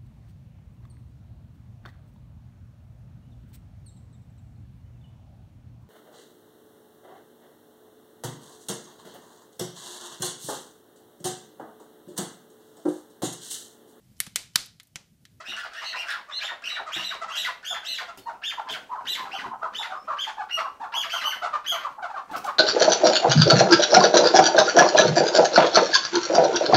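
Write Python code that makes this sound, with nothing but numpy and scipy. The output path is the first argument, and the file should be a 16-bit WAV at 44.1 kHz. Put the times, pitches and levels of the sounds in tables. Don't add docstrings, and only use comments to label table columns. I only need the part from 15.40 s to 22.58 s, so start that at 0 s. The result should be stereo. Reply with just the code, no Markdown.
import sys
import numpy as np
from scipy import signal
from scipy.fft import rfft, irfft
from scipy.io import wavfile
from scipy.ndimage import uniform_filter1d

SR = 44100
rng = np.random.default_rng(int(sys.argv[2]) if len(sys.argv) > 2 else 0)


def wav_out(sig):
    wavfile.write(sys.argv[1], SR, np.round(np.clip(np.atleast_2d(sig).T, -1, 1) * 32767).astype(np.int16))


N = 316805

# start in seconds, rise in seconds, fall in seconds, croak in seconds,
# foot pitch in Hz, top pitch in Hz, level at the top in dB, level where the croak starts in dB, base rasp (0-1),
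# overtone slope in dB per octave before loudness brightens it, left minus right in dB before the port tilt.
SQUEAL_NOTES = [ (0.052, 0.054, 0.045, .02, 2664, 2900, -35.5, -46, 0.26, -9, -2),
                (0.067, 0.017, 0.031, 0.021, 3180, 3874, -35, -35.5, 0.4, -16, -1),
                (0.158, .015, 0.062, 0.031, 1450, 1610, -34, -33.5, 0.59, -7, 0.5),
                (0.33, 0.049, 0.037, 0.033, 1350, 1828, -37.5, -35, 0.53, -6.5, 0.5),
                (0.358, 0.022, .035, 0.017, 2700, 2880, -38, -40, 0.23, -9, 3),
                (0.434, .027, .062, .042, 3817, 4130, -33, -32, 0.45, -12.5, 2),
                (0.557, 0.033, 0.037, .02, 2490, 2836, -30.5, -33.5, 0.42, -9.5, -1),
                (0.672, .02, 0.077, 0.035, 1496, 1682, -29, -39.5, 0.64, -9, -1),
                (0.912, .055, 0.032, 0.019, 3380, 4160, -32, -69, 0.04, -18.5, 3.5),
                (1.008, 0.0052, 0.0049, 0.027, 2045, 2214, -38, -30.5, 0.17, -6.5, 0.5),
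                (1.01, .04, .03, 0.051, 2127, 3690, -29.5, -32, 0.13, -10.5, -0.5),
                (1.238, 0.038, 0.027, 0.031, 2652, 2835, -30, -36.5, 0.37, -10.5, 2),
                (1.286, 0.026, 0.041, 0.056, 3685, 3940, -31.5, -30, 0.14, -15, 2),
                (1.52, 0.03, 0.0072, 0.058, 2496, 3843, -26, -35, 0, -11.5, -1),
                (1.567, 0.015, .048, .02, 2685, 2834, -31, -59, .45, -9, 1),
                (1.634, 0.026, 0.043, .05, 3720, 3930, -29.5, -30.5, 0.2, -10, 2),
                (1.896, 0.038, 0.011, 0.023, 2597, 3275, -35, -36.5, .2, -9, 1),
                (1.953, 0.034, 0.061, 0.056, 2684, 3890, -26, -27, 0.4, -9, 0),
                (2.246, 0.055, 0.041, 0.037, 2903, 3564, -28, -31, 0.17, -9, 1),
                (2.445, 0.044, 0.091, 0.045, 2830, 4103, -30.5, -27.5, 0.31, -8.5, 0.5),
                (3.037, 0.031, 0.042, 0.033, 2600, 3513, -28, -34.5, 0.02, -10, -1),
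                (3.288, 0.02, 0.035, 0.032, 2643, 3350, -31.5, -32.5, 0.61, -9.5, -1.5),
                (3.67, 0.033, 0.051, .05, 2800, 4010, -28, -32.5, 0, -5.5, 0.5),
                (3.912, 0.039, 0.038, 0.033, 2290, 3104, -34.5, -35.5, 0.4, -8.5, -0.5),
                (4.347, 0.044, 0.037, 0.044, 2907, 3686, -31.5, -33.5, 0.1, -7.5, 0),
                (4.785, .033, 0.029, 0.037, 2700, 3438, -28.5, -38, 0.06, -11, 1.5),
                (5.107, .035, 0.046, 0.024, 2728, 2852, -30, -31, .08, -8, -1.5),
                (5.539, 0.037, 0.056, 0.034, 2677, 3340, -27.5, -31, 0, -7, -0.5),
                (5.697, .035, .08, 0.024, 2403, 3188, -31, -30.5, 0.33, -5.5, 2.5),
                (5.835, 0.04, 0.038, 0.06, 2904, 3047, -26.5, -34, 0.17, -8, -3),
                (6.263, 0.026, 0.056, 0.087, 2900, 3279, -26, -37, 0.04, -7, -1.5)]
# start in seconds, length scale in seconds, reference pitch in Hz,
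# level in dB before the swell and a small common boost, lift of the overtones as the beak opens in dB.
CLUCK_NOTES = [(0.0, 0.0096, 671, -40.5, 27.5), (0.876, 0.034, 609, -45.5, 22),
               (1.456, 0.035, 646, -37.5, 20.5), (1.572, 0.061, 746, -46.5, 45),
               (1.807, 0.03, 655.5, -34.5, 19.5), (1.873, 0.036, 647, -39, 22.5),
               (2.302, 0.028, 731, -37, -8), (2.673, 0.027, 686, -41.5, 19), (2.856, 0.037, 928, -34, 8.5),
               (3.172, 0.023, 985, -33.5, 10.5), (3.259, 0.032, 1032, -41, 0), (3.489, 0.059, 969, -35, 2),
               (3.568, 0.035, 1020, -38.5, 4), (3.75, 0.095, 1012, -40.5, 16), (3.922, 0.04, 757, -39, -27),
               (4.025, 0.035, 1028, -35, 13.5), (4.102, 0.032, 999, -37.5, -19),
               (4.21, 0.045, 654, -30.5, 3.5), (4.386, 0.024, 868, -36.5, 5), (4.486, 0.038, 754, -38, 9),
               (4.521, 0.032, 613, -36.5, 8), (4.671, 0.036, 633.3, -29.5, 5),
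               (4.708, 0.027, 587.4, -34, 10), (4.865, 0.028, 874, -34.5, 22),
               (4.967, 0.045, 856, -33.5, 8), (5.163, 0.041, 641.5, -30.5, 14.5),
               (5.239, 0.025, 558, -31.5, -2), (5.396, 0.047, 883, -34.5, 8.5),
               (5.525, 0.04, 980, -33, -16), (5.725, 0.032, 708, -32.5, 17.5),
               (5.837, 0.0356, 595, -31.5, -7), (6.01, 0.048, 693, -30, 14),
               (6.123, 0.031, 585, -28.5, 14.5), (6.309, 0.044, 691, -32.5, 16),
               (6.422, 0.032, 654.4, -40, 21.5), (6.441, 0.027, 573.5, -31.5, -17),
               (6.578, 0.015, 872, -38.5, -20), (6.618, 0.031, 752, -33.5, 11.5),
               (6.683, 0.024, 918, -39, 13), (6.73, 0.033, 739, -37.5, 4), (6.758, 0.028, 609, -33.5, 12.5),
               (6.888, 0.037, 876, -42.5, 12), (6.928, 0.027, 716, -33.5, 12.5),
               (7.036, 0.028, 803, -34.5, -23), (7.07, 0.022, 587, -28, 14.5)]
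# start in seconds, tick level in dB, thud level in dB
CAGE_BUMPS = [(0.085, -47, -56.5), (1.564, -41, -49.5), (2.774, -40.5, -57), (3.307, -36.5, -51.5),
              (4.059, -63, -49), (6.913, -45, -50), (6.963, -34, -55), (7.043, -35, -70)]
# time in seconds, level in dB.
SHUFFLE_LEVEL = [(0, -71.5), (3.2, -61.5), (3.85, -53.5), (4.5, -60), (6.85, -62.5), (6.95, -48.5),
                 (7.18, -59)]
# frequency in Hz, gain in dB.
SQUEAL_THROAT_SPECTRUM = [(350, -25), (650, 1), (1500, 11.5), (2300, 1.5), (3100, 2), (4000, 4), (4900, 3),
                          (5800, -4.5), (7000, -5), (9500, -15.5), (12500, -3), (15500, -26)]
# frequency in Hz, gain in dB.
RASP_AIR_SPECTRUM = [(400, -46), (700, -49), (1500, 6), (2300, 3), (3200, 7.5), (4100, -2), (5000, -1.5),
                     (7000, -10.5), (9500, -13), (12500, -33), (15500, -22)]
# frequency in Hz, gain in dB.
CLUCK_THROAT_SPECTRUM = [(240, -17.5), (450, -26.5), (620, -8.5), (900, 6.5), (1200, 10), (1500, -2),
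                         (1900, -23), (2700, -27.5), (4400, -31), (5400, -35), (6600, -37), (11000, -50.5)]
# frequency in Hz, gain in dB.
RUSTLE_SPECTRUM = [(70, -17.5), (200, -1), (1000, -7.5), (3000, -15), (15000, -37.5)]
# frequency in Hz, gain in dB.
ROOM_TONE_SPECTRUM = [(20, 0), (60, 10), (200, -6.5), (700, 14), (2000, -27.5), (6000, -11), (15000, -19)]
# centre frequency in Hz, relative level in dB, 60 dB decay in seconds.
CAGE_MODES = [(138.3, -3, 0.25), (211, 1, 0.3), (294, 8.5, 0.085), (387, 9, 0.084), (810, 24.5, 0.0095)]
# frequency in Hz, left minus right in dB.
PORT_TILT = [(150, -1.5), (600, 5.5), (1400, -2.5), (2800, -3), (4500, 5), (7500, 2), (12500, -4.5)]
# start in seconds, length in seconds, start pitch in Hz, end pitch in Hz, peak level in dB.
FAR_WHISTLES = [(2.783, 0.12, 4650, 4010, -57), (4.517, 0.16, 4980, 5520, -59)]

ROOM_T60_S, ROOM_DB, EARLY_DB = 0.31, -2.5, 1.5
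TOP_HZ = 15700

SCOOP_S, SCOOP_FROM_HZ, SCOOP_TO_HZ = 0.014, 1400, 1903
SCOOP_DB, SCOOP_RASP = -11.5, 0.572
RISE_CURVE, FALL_CURVE = 1.7, 2.1
ONSET_DB, BREAK_DB, FOOT_RASP = -5, -7.5, 0.258
CROAK_FROM_HZ, CROAK_TO_HZ = 2300, 710
CROAK_FADE_DB, CROAK_RASP = -6.5, 0.562


def undb(db):
    return 10 ** (np.asarray(db) / 20)


def unit(x):
    return x / np.sqrt(np.mean(x ** 2) + 1e-18)


def response(points, hz):
    f, db = np.transpose(points)
    return undb(np.interp(np.log(np.maximum(hz, 1)), np.log(f), db))


def colour(x, points):
    hz = np.linspace(0, SR / 2, len(x) // 2 + 1)
    return irfft(rfft(x) * response(points, hz), len(x))


def wobble(t, rate):
    values = rng.uniform(-1, 1, 2048)
    return unit(np.interp((t - t[0]) * rate, np.arange(2048), values))


def integrate(hz):
    return 2 * np.pi * np.cumsum(hz) / SR


def voice(phase, hz, throat, slope_db, lift_db, count):
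    k = np.arange(1, count + 1)[:, None]
    above = np.clip((k * hz - 1400) / 500, 0, 1)
    gain = response(throat, k * hz) * undb(slope_db * np.log2(k) + lift_db * above)
    gain = gain * (k * hz < TOP_HZ)
    lag = 2 * np.pi * rng.random((count, 1))
    harmonics = (gain * np.sin(k * phase + lag)).sum(0)
    return np.sqrt(2) * harmonics / np.sqrt((gain ** 2).sum(0))


def cluck(length, pitch, db, lift_db, jitter=0.0377, shimmer=0.25, air_db=-15, tail=0.51):
    t = np.arange(int(max(length, .01) * 4.8 * SR)) / SR
    stage = [0, .2, .5, 1, 1.6]
    glide = np.interp(t / length, stage, [.86, .96, 1.05, .92, 0.354])
    hz = pitch * (glide + jitter * wobble(t, 498.6))
    swell = np.interp(t / length, stage, [0, .45, 1.4, tail * 2.41, 0])
    tone = voice(integrate(hz), hz, CLUCK_THROAT_SPECTRUM, slope_db=-2, lift_db=lift_db, count=14)
    air = unit(colour(rng.standard_normal(len(t)), CLUCK_THROAT_SPECTRUM))
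    flicker = np.exp(shimmer * wobble(t, 354.4))
    return undb(db) * swell * unit(flicker * (tone + undb(air_db) * air))


def shuffle(t):
    gusts = rng.standard_normal(N) * undb(5.0 * wobble(t, 90))
    scuffs = unit(colour(gusts, RUSTLE_SPECTRUM))
    return scuffs * undb(np.interp(t, *np.transpose(SHUFFLE_LEVEL)))


def room_tone():
    return undb(-61.5) * unit(colour(rng.standard_normal(N), ROOM_TONE_SPECTRUM))


def arch(start, rise, fall, croak, foot_hz, top_hz, top_db, croak_db, top_rasp, attack_s=.008, release_s=0.012):
    crest = start + rise
    breaks = crest + fall
    end = breaks + croak
    t = np.arange(int((start - SCOOP_S - attack_s) * SR), int((end + release_s) * SR)) / SR
    rising = t < crest
    rise_slack = np.clip((crest - t) / rise, 0, 1) ** RISE_CURVE
    fall_slack = np.clip((t - crest) / fall, 0, 1) ** FALL_CURVE
    slack = np.where(rising, rise_slack, fall_slack)
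    sunk = np.clip((t - breaks) / croak, 0, 1)
    scoop_hz = np.interp(t, [start - SCOOP_S, start], [SCOOP_FROM_HZ, min(SCOOP_TO_HZ, foot_hz)])
    croak_hz = min(CROAK_FROM_HZ, foot_hz) ** (1 - sunk) * CROAK_TO_HZ ** sunk
    arch_db = top_db + np.where(rising, ONSET_DB, BREAK_DB) * slack
    low_register = [t < start, t > breaks]
    pitch = np.select(low_register, [scoop_hz, croak_hz], top_hz + (foot_hz - top_hz) * slack)
    db = np.select(low_register, [top_db + SCOOP_DB, croak_db + CROAK_FADE_DB * sunk], arch_db)
    rasp = np.select(low_register, [SCOOP_RASP, CROAK_RASP], top_rasp + FOOT_RASP * slack)
    pitch, db, rasp = uniform_filter1d(np.array([pitch, db, rasp]), size=128, axis=1)
    gate = np.interp(t, [t[0], start - SCOOP_S, end, t[-1]], [0, 1, 1, 0])
    return t, pitch, db, np.clip(rasp, .1, 1), gate


def squeal(note, slope_db, quaver=0.0237, warble_hz=38, collapse_hz_per_s=80000, jitter_hz=330, shimmer=0.5,
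           half_db=-14, second_hz=2850, second_db=-2, air_db=-3, growl_hz=660, growl_db=-8, bright=0.53):
    t, pitch, db, rasp, gate = arch(*note)
    rasp = np.maximum(rasp, np.clip(-np.gradient(pitch) * SR / collapse_hz_per_s, 0, .5))
    warble = np.sin(2 * np.pi * (warble_hz * t + rng.random())) + np.sqrt(rasp) * wobble(t, 256.1)
    hz = pitch * (1 + quaver * warble) + jitter_hz * rasp ** 1.402 * wobble(t, 1000)
    phase = integrate(hz)
    slope_db = slope_db + bright * np.clip(db + 31, -3, 5)
    tone = voice(phase, hz, SQUEAL_THROAT_SPECTRUM, slope_db=slope_db, lift_db=9.0, count=10)
    half_depth = undb(half_db) * np.sqrt(rasp) * np.clip(hz / 1000 - 1, 0, 2)
    halves = half_depth * np.cos(phase / 2 + rasp * wobble(t, 500))
    second = np.sin(integrate(second_hz + jitter_hz * rasp * wobble(t, 654)))
    second = undb(second_db) * second * np.clip((pitch - 3500) / 300, 0, 1) * np.sqrt(2 * rasp)
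    flicker = unit(np.exp(shimmer * np.sqrt(rasp) * wobble(t, 500)))
    tone = (tone * (1 + halves) + second) * flicker
    breath = rng.standard_normal(len(t)) * (1 + np.cos(phase)) * np.exp(2.6 * wobble(t, 256.9))
    air = unit(colour(breath, RASP_AIR_SPECTRUM))
    low_hz = growl_hz * (1 + 0.0472 * wobble(t, 149.5))
    growl = voice(integrate(low_hz), low_hz, SQUEAL_THROAT_SPECTRUM, slope_db=-14, lift_db=18.0, count=5)
    air = air + undb(growl_db) * growl * np.clip(1 + wobble(t, 42.6), 0, 2)
    mix = tone * np.sqrt(1 - rasp ** 2) + undb(air_db) * rasp ** 2.2 * air
    return t[0], gate * undb(db) * mix


def bump(tick_db, thud_db, tick_s=0.0072, push_s=0.0009):
    t = np.arange(SR // 3) / SR
    ring = np.zeros(len(t))
    for hz, db, t60 in CAGE_MODES:
        detune = 1 + 0.07 * rng.standard_normal()
        ring += undb(db - 60 * t / t60) * np.sin(2 * np.pi * hz * t * detune)
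    tick = unit(colour(rng.standard_normal(len(t)), [(300, -35), (3000, 4), (15000, -8)]))
    thud = undb(thud_db) * ring * (1 - np.exp(-t / push_s))
    return thud + undb(tick_db) * tick * np.exp(-t / tick_s)


def whistle(length, start_hz, end_hz, db):
    n = int(length * SR)
    return undb(db) * np.hanning(n) * np.sin(integrate(np.linspace(start_hz, end_hz, n)))


def room(x, lag):
    t = np.arange(SR // 2) / SR
    tail = rng.standard_normal(len(t)) * undb(-60 * t / ROOM_T60_S)
    tail = tail * np.clip(t / 0.03, 0, 1)
    echo = undb(ROOM_DB) * tail / np.linalg.norm(tail)
    count = 12
    places = (SR * (.001 + .022 * rng.random(count))).astype(int)
    echo[places] += undb(EARLY_DB) * rng.choice([-1, 1], count) / np.sqrt(count)
    echo[lag] += 1
    return signal.fftconvolve(x, echo)


def add(ports, start, sound, pan_db=0):
    i = max(0, int(start * SR))
    late = 6 if start < 3 else 2
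    for port, lag, db in zip(ports, (0, late), (pan_db / 2, -pan_db / 2)):
        heard = undb(db) * room(sound, lag)[:N - i]
        port[i:i + len(heard)] += heard


def microphone(ports):
    left = colour(ports[0], [(hz, db / 2) for hz, db in PORT_TILT])
    right = colour(ports[1], [(hz, -db / 2) for hz, db in PORT_TILT])
    mid = (left + right) / 2
    side = colour((left - right) / 2, [(140, -13), (400, -4), (1500, -1)])
    return np.array([mid + side, mid - side])


def scene():
    t = np.arange(N) / SR
    ports = np.zeros((2, N))
    for start, *note in CLUCK_NOTES:
        add(ports, start, undb(0.65) * cluck(*note))
    add(ports, 0, shuffle(t))
    for *note, slope_db, pan_db in SQUEAL_NOTES:
        add(ports, *squeal(note, slope_db), pan_db)
    for start, tick_db, thud_db in CAGE_BUMPS:
        add(ports, start, bump(tick_db, thud_db))
    for start, *glide in FAR_WHISTLES:
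        add(ports, start, whistle(*glide))
    return microphone(ports) + room_tone()


def record(dry):
    low_pass = signal.ellip(10, .2, 80, TOP_HZ, fs=SR, output="sos")
    return signal.sosfilt(low_pass, dry)


dry = scene()
out = record(dry)
wav_out(out)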